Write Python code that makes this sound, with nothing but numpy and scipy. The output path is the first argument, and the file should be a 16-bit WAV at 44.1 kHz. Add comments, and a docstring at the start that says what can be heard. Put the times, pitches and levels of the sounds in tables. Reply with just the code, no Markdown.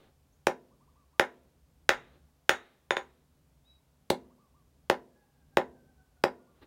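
"""A smith's hand hammer draws out a red-hot bar on a small steel post anvil under an open shed.
Each blow crushes scale, thuds the post and, where it lands hard, clanks and leaves the steel ringing;
midway the hammer drops on the bare anvil and bounces. The shed answers briefly and the loudest
peaks overload the microphone. Outside, animals call faintly over a low rumble."""
import sys
import numpy as np
from scipy import signal
from scipy.fft import rfft, irfft
from scipy.io import wavfile
from scipy.ndimage import uniform_filter1d

SR = 44100
rng = np.random.default_rng(int(sys.argv[2]) if len(sys.argv) > 2 else 0)


def digitize_waveform(pressure):
    """Quantize a signal to 16-bit integers and store it at the path in sys.argv[1].

    Rows of a 2-D input are taken as channels; values are limited to [-1, 1].
    """
    field = np.atleast_2d(pressure).T
    bounded = np.clip(field, -1, 1)
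    quanta = np.round(bounded * 32767).astype(np.int16)
    wavfile.write(sys.argv[1], SR, quanta)


N = 293706
T = np.arange(SR) / SR  # one second, the life of a blow


def undb(db):
    """Decibels to gain."""
    return 10 ** (np.asarray(db) / 20)


def add(out, start_s, sound):
    """Mix a sound in from a given time."""
    start = int(round(start_s * SR))
    sound, start = sound[max(-start, 0):], max(start, 0)
    out[start:start + len(sound)] += sound[:max(len(out) - start, 0)]


def filtered(sound, order, corner_hz, kind="low"):
    """Butterworth low-pass or high-pass."""
    return signal.sosfilt(signal.butter(order, corner_hz, kind, fs=SR, output="sos"), sound)


def fade(t60_s):
    """Exponential decay, one second long."""
    return np.exp(-np.log(1000) * T / t60_s)


def ring(modes):
    """Decaying sines of a struck body; neighbouring modes swing in opposite directions."""
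    return sum((-1) ** k * undb(db) * fade(t60) * np.sin(2 * np.pi * hz * T)
               for k, (hz, db, t60) in enumerate(modes))


def radiate(modes, corner_hz):
    """A struck body sends out little sound below a corner set by its size."""
    return filtered(ring(modes), 2, corner_hz, "high")


def noise(colour, size):
    """Noise of rms 1, shaped by an EQ curve."""
    hz, db = np.transpose(colour)
    freq = np.maximum(np.fft.rfftfreq(size, 1 / SR), 1)
    eq = undb(np.interp(np.log(freq), np.log(hz), db))
    shaped = irfft(rfft(rng.standard_normal(size)) * eq, size)
    return shaped / shaped.std()


def wobble(size, smooth_samples):
    """Smooth random modulation with a standard deviation of 1."""
    drift = uniform_filter1d(rng.standard_normal(size), size=smooth_samples)
    return drift / drift.std()


def tail(bands, start_s, rise_s):
    """Diffuse reverb: half-octave bands of noise, each dying at its own rate."""
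    hz, db, t60 = np.transpose(bands)
    freq, white = np.fft.rfftfreq(SR, 1 / SR), rfft(rng.standard_normal(SR))
    onset = np.clip((T - start_s) / rise_s, 0, 1)
    out = 0
    for low_hz in 45 * 2 ** np.arange(0, 8.6, .5):
        inside = (freq >= low_hz) & (freq < low_hz * np.sqrt(2))
        log_centre = np.log(freq[inside].mean())
        band_db, band_t60 = (np.interp(log_centre, np.log(hz), column) for column in (db, t60))
        band = irfft(white * inside, SR) * onset * fade(band_t60)
        out = out + band * undb(band_db) * np.sqrt(inside.mean() / np.sum(band ** 2))
    return out


def outdoors(level_db=-67, swell_db=3.2953):
    """The bed: faint hiss and a distant rumble that swells slowly."""
    # colour of the open air: freq_hz, level_db
    air_colour = [(15, -51), (25, -18), (69, 6.5), (107, -12), (140, 2), (193, -11.5), (260, -7.5),
                  (331, -17), (433, -16), (895, -20), (997, -21), (1340, -25.5), (1490, -25), (1750, -28),
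                  (15500, -34)]
    swell = np.interp(np.arange(N), np.linspace(0, N, 24), rng.standard_normal(24))
    air = undb(level_db) * noise(air_colour, N)
    rumble = filtered(air, 2, 600)
    return air + rumble * (undb(swell_db * swell) - 1)


def call(length_s, aim_hz, partials_db, scoop=0, scoop_s=1, sag_hz_per_s=0,
         waver=.012, attack_s=.0057, release_s=.015):
    """An animal's wavering tone: it starts a share (scoop) below the pitch it aims at, and may sag."""
    t = np.arange(int(length_s * SR)) / SR
    pitch_hz = aim_hz * (1 - scoop * np.exp(-t / scoop_s)) - sag_hz_per_s * t
    pitch_hz *= 1 + waver * wobble(len(t), 300)
    phase = 2 * np.pi * np.cumsum(pitch_hz) / SR
    tone = sum(undb(db) * np.sin(k * phase) for k, db in enumerate(partials_db, 1))
    envelope = np.minimum(t / attack_s, 1) * np.minimum((length_s - t) / release_s, 1)
    return np.sqrt(2) * tone * envelope


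def animals(hoarse_db=4.5):
    """Far whimpers, two bird notes and a long, hoarse falling howl, blurred by the yard."""
    # a small animal whimpering some way off: start_s, length_s, level_db
    whimpers = [(.705, 0.0407, -69), (.802, 0.0444, -68), (.872, 0.0354, -68), (.952, 0.105, -68),
                (1.125, 0.075, -70.5), (4.232, .05, -73.5), (4.298, 0.0368, -69), (4.379, 0.11, -68.5),
                (4.537, 0.0965, -69.5), (6.38, .05, -71), (6.465, 0.099, -71)]
    out = np.zeros(N)
    for start_s, length_s, level_db in whimpers:
        yelp = call(length_s, 1365.4, [-1.5], scoop=.5, scoop_s=.013, sag_hz_per_s=3300)
        add(out, start_s, undb(level_db) * yelp * fade(.8)[:len(yelp)])
    peep = call(.1497, 1334, [-25.5, -19, -.5, -21], scoop=.14, scoop_s=.02, sag_hz_per_s=440,
                waver=.006, attack_s=.0419, release_s=.0836)
    chirp = call(.032, 9800, [-1.5], scoop=.45, scoop_s=.054, attack_s=.012)
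    howl = call(1.55, 847.6, [-1.5, -1], sag_hz_per_s=100, waver=.02, attack_s=.0774, release_s=.1076)
    howl *= undb(hoarse_db * wobble(len(howl), 1500))
    for start_s, level_db, sound in [(.32, -75, chirp), (3.64, -67.5, peep), (5.08, -82, howl)]:
        add(out, start_s, undb(level_db) * sound)
    yard_blur = tail([(491, -6, .35), (7060, -6.5, .19)], start_s=.0052, rise_s=.012)
    return out + signal.fftconvolve(out, yard_blur)[:N]


def shed():
    """Impulse response of the shed: direct sound, first echoes, resonances, scatter and the yard."""
    # short scatter under the roof, against the direct sound: freq_hz, level_db, t60_s
    scatter = [(101, -16.5, 0.28), (296, -11, 0.37), (680, -10, 0.15), (1506, -11.5, 0.19),
               (3500, -10.5, .14), (7000, -8.5, 0.14), (15000, -11, .12)]
    # late reverb from the yard, against the direct sound: freq_hz, level_db, t60_s
    yard = [(100, -19, 0.948), (306.5, -21.5, 1), (710, -29.5, 0.67), (1520, -36.5, 0.38),
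            (3500, -35.5, 0.4), (6966, -41, 0.52), (14779, -50.5, .3)]
    # first echoes off the ground and boards: delay_s, level_db
    echoes = [(.0024, -11.5), (0.0124, -13.5), (0.014, -12.5), (0.0196, -19), (.043, -22)]
    # resonances of the shed and the boards around the anvil: pitch_hz, peak_gain_db, t60_s
    shed_modes = [(152, -8, 0.14), (202, -6.5, 0.28), (249.9, -0.5, 0.6), (324.1, -3.5, 0.16),
                  (357.7, -6, 0.46), (367.8, 1, 0.15), (422.4, -4.5, 0.21), (482, -8, 0.11),
                  (540, -3, 0.14), (609.8, -7, 0.16), (697, -5, 0.3), (779.7, 4, 0.11), (841.7, 0, 0.18),
                  (935.7, -2, 0.2), (995.6, -3, 0.21), (1071, -5, 0.061)]
    out = tail(scatter, start_s=.0018, rise_s=.0022) + tail(yard, start_s=.0089, rise_s=.017)
    out[0] += 1  # direct sound
    dull_echo = filtered(signal.unit_impulse(SR), 1, 1600)  # rough boards and earth soak up treble
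    for delay_s, level_db in echoes:
        add(out, delay_s, undb(level_db) * dull_echo)
    # a longer ring needs less drive to reach the same gain
    resonances = sum(ring([(hz, db, t60)]) * 2 * np.log(1000) / (t60 * SR) for hz, db, t60 in shed_modes)
    add(out, .0105, resonances)
    return out


def rustles():
    """Faint noise: the fading tail of an earlier blow, a brief rustle between blows, two at the end."""
    # short swells of noise: start_s, length_s, level_db
    swells = [(-.12, 0.272, -63), (2.083, 0.124, -67), (6.521, 0.125, -70.5), (6.606, 0.0483, -54.5)]
    # their dull colour: freq_hz, level_db
    colour = [(150, 3), (350, 8), (1000, -2.5), (2500, -8.5), (4000, -9.5), (7000, -37.5), (15000, -27.5)]
    out = np.zeros(N)
    for start_s, length_s, level_db in swells:
        size = int(length_s * SR)
        add(out, start_s, undb(level_db) * np.hanning(size) * noise(colour, size))
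    return out


def bar_chatter(rise_s=.0045):
    """The loose bar chatters on the face once the hammer lifts, then settles with a duller rattle."""
    # colour of steel rattling on steel: freq_hz, level_db
    chatter_colour = [(300, -10), (900, -0.5), (1700, 2), (3000, -5.5), (3800, -2), (5000, -15.5),
                      (6800, -13), (9000, -29), (15000, -35)]
    rattle = noise(chatter_colour, SR) * np.minimum(T / rise_s, 1)
    settling = filtered(rattle, 4, 4400)
    return undb(3) * rattle * fade(.21) + undb(-13) * settling * fade(.6)


def bar_ring(width_hz=26):
    """The loose bar rings; every touch on the face jogs the phase of each mode and broadens it."""
    # the bar's free modes after the rebound: pitch_hz, level_db, t60_s
    bar_modes = [(1012, -3, 0.25), (1450, -2.5, 0.16), (1580, -3, 0.16), (2070, -0.5, 0.13),
                 (2783, -7.5, .2), (3608, 1, 0.24), (3770, -3.5, 0.42), (3830, -5, 0.3)]
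    steps = rng.standard_normal((len(bar_modes), SR))
    jogs = np.cumsum(steps, axis=1) * np.sqrt(2 * np.pi * width_hz / SR)
    return sum(undb(db) * fade(t60) * np.sin(2 * np.pi * hz * T + jog)
               for (hz, db, t60), jog in zip(bar_modes, jogs))


def scale_crack(yield_s):
    """Scale crushes in a bright burst that lasts longer the longer the hot steel yields."""
    # colour of cracking scale: freq_hz, level_db
    scale_colour = [(200, -24), (1000, -5), (1800, -6.5), (2400, -0.5), (3000, -3.5), (3550, 3.5),
                    (4200, 0), (6500, -10), (9000, -10.5), (11000, -16.5), (15500, -16)]
    return noise(scale_colour, SR) * fade(.013 + 6 * yield_s) * np.minimum(T / yield_s, 1)


def post_thud(push_s):
    """The post takes a bell-shaped push; the longer the push, the duller the thud."""
    # the anvil post under the bar: pitch_hz, level_db, t60_s
    post_modes = [(408.3, -6, 0.016), (568, -1.5, .015), (848, -3.5, .013), (1035, -5, .013)]
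    force = np.exp(-(4 * T[:SR // 100] / push_s - 2) ** 2)
    return signal.fftconvolve(radiate(post_modes, corner_hz=260), force / force.sum())[:SR]


def blow(force_db, yield_s, scale_db, bar_db, head_db, usual_yield_s=.0005):
    """Scale cracks while the hot steel yields; then the force reaches the anvil, and the steel rings."""
    # the post's footing in the earth: pitch_hz, level_db, t60_s
    ground_modes = [(114, -15, 0.014), (210.8, 8.5, .035), (378, 1.5, 0.04)]
    # hammer and anvil face while pressed together: pitch_hz, level_db, t60_s
    face_modes = [(1288, -9, 0.013), (1510.9, 0, 0.011), (1817.6, -4, 0.015), (2131.3, -7.5, .013),
                  (2497, -10.5, 0.015), (2795, -10, 0.0077), (3763, -14.5, 0.0041), (5048, -19.5, 0.0078),
                  (6760, -21.5, .008)]
    # the hardened hammer head: pitch_hz, level_db, t60_s
    head_modes = [(6626, 0, 0.089), (6740, -2, 0.13), (6793, -3.5, .14), (9543, -7, .13),
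                  (9680, -13.5, .13), (12370, -22, .13)]
    # a soft bar stretches the push: each doubling of the yield time adds thump and takes clank and ring
    softness = np.log2(yield_s / usual_yield_s)
    out = undb(scale_db) * scale_crack(yield_s)
    thump = undb(-25.5 + 4 * softness) * radiate(ground_modes, corner_hz=86.74)
    thud = post_thud(push_s=.45 * yield_s)
    clank = undb(-3.5 - 7 * softness) * radiate(face_modes, corner_hz=796)
    bar = bar_chatter() + undb(-16.5 - 3 * softness) * bar_ring()
    head = undb(head_db) * ring(head_modes)
    add(out, yield_s, thump + thud + clank + undb(bar_db) * bar + head)
    return undb(force_db) * out


def anvil_tap(force_db):
    """A light, hard stroke on the bare face lets anvil and hammer ring."""
    # the anvil with no bar to damp it: pitch_hz, level_db, t60_s
    anvil_modes = [(378.6, -11.5, 0.14), (804.3, -3, .15), (900, -3.5, 0.11), (1013.7, 7, 0.074),
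                   (2220, -6, 0.11), (3032.6, -3, 0.034), (3612, 4, .05), (6862, -11.5, 0.047)]
    hit = blow(force_db, yield_s=.0003027, scale_db=-21, bar_db=-33.5, head_db=-33.5)
    return hit + undb(force_db - 20.5) * ring(anvil_modes)


def hammering():
    """Two runs of four blows on the hot bar, with a bouncing tap on the anvil between them."""
    # hammer blows: start_s, force_db, yield_s, scale_db, bar_db, head_db (the last three ride on force)
    blows = [(0.4686, -6, .0006, -13.5, -50, -62.5), (1.1957, -5, 0.000314, -14, -41, -52.5),
             (1.8912, -7, 0.0002094, -9.5, -29.5, -41.5), (2.4927, -8, 0.0002003, -7, -28, -30.5),
             (4.1007, -7, .0017, -10, -48, -61.5), (4.898, -5, .0006, -16, -52, -60),
             (5.5701, -3.5, .00068, -19.5, -52.5, -61.5), (6.2375, -5, 0.000675, -18, -54.5, -62)]
    # the hammer dropped on the bare anvil, and its bounce: start_s, force_db
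    taps = [(2.9067, -12), (2.9677, -17.5)]
    out = np.zeros(N)
    for start_s, *stroke in blows:
        add(out, start_s, blow(*stroke))
    for start_s, force_db in taps:
        add(out, start_s, anvil_tap(force_db))
    return out


def scene():
    """The anvil work in its shed, over the sounds outside, in mono."""
    forge = signal.fftconvolve(hammering() + rustles(), shed())[:N]
    return (forge + animals() + outdoors())[None]


def record(dry, ceiling=.54, top_hz=15900):
    """The microphone soft-clips the highest peaks, and a steep low-pass cuts the top."""
    clipped = dry / (1 + (dry / ceiling) ** 8) ** (1 / 8)
    return signal.sosfilt(signal.ellip(10, .2, 80, top_hz, fs=SR, output="sos"), clipped)


dry = scene()
out = record(dry)
digitize_waveform(out)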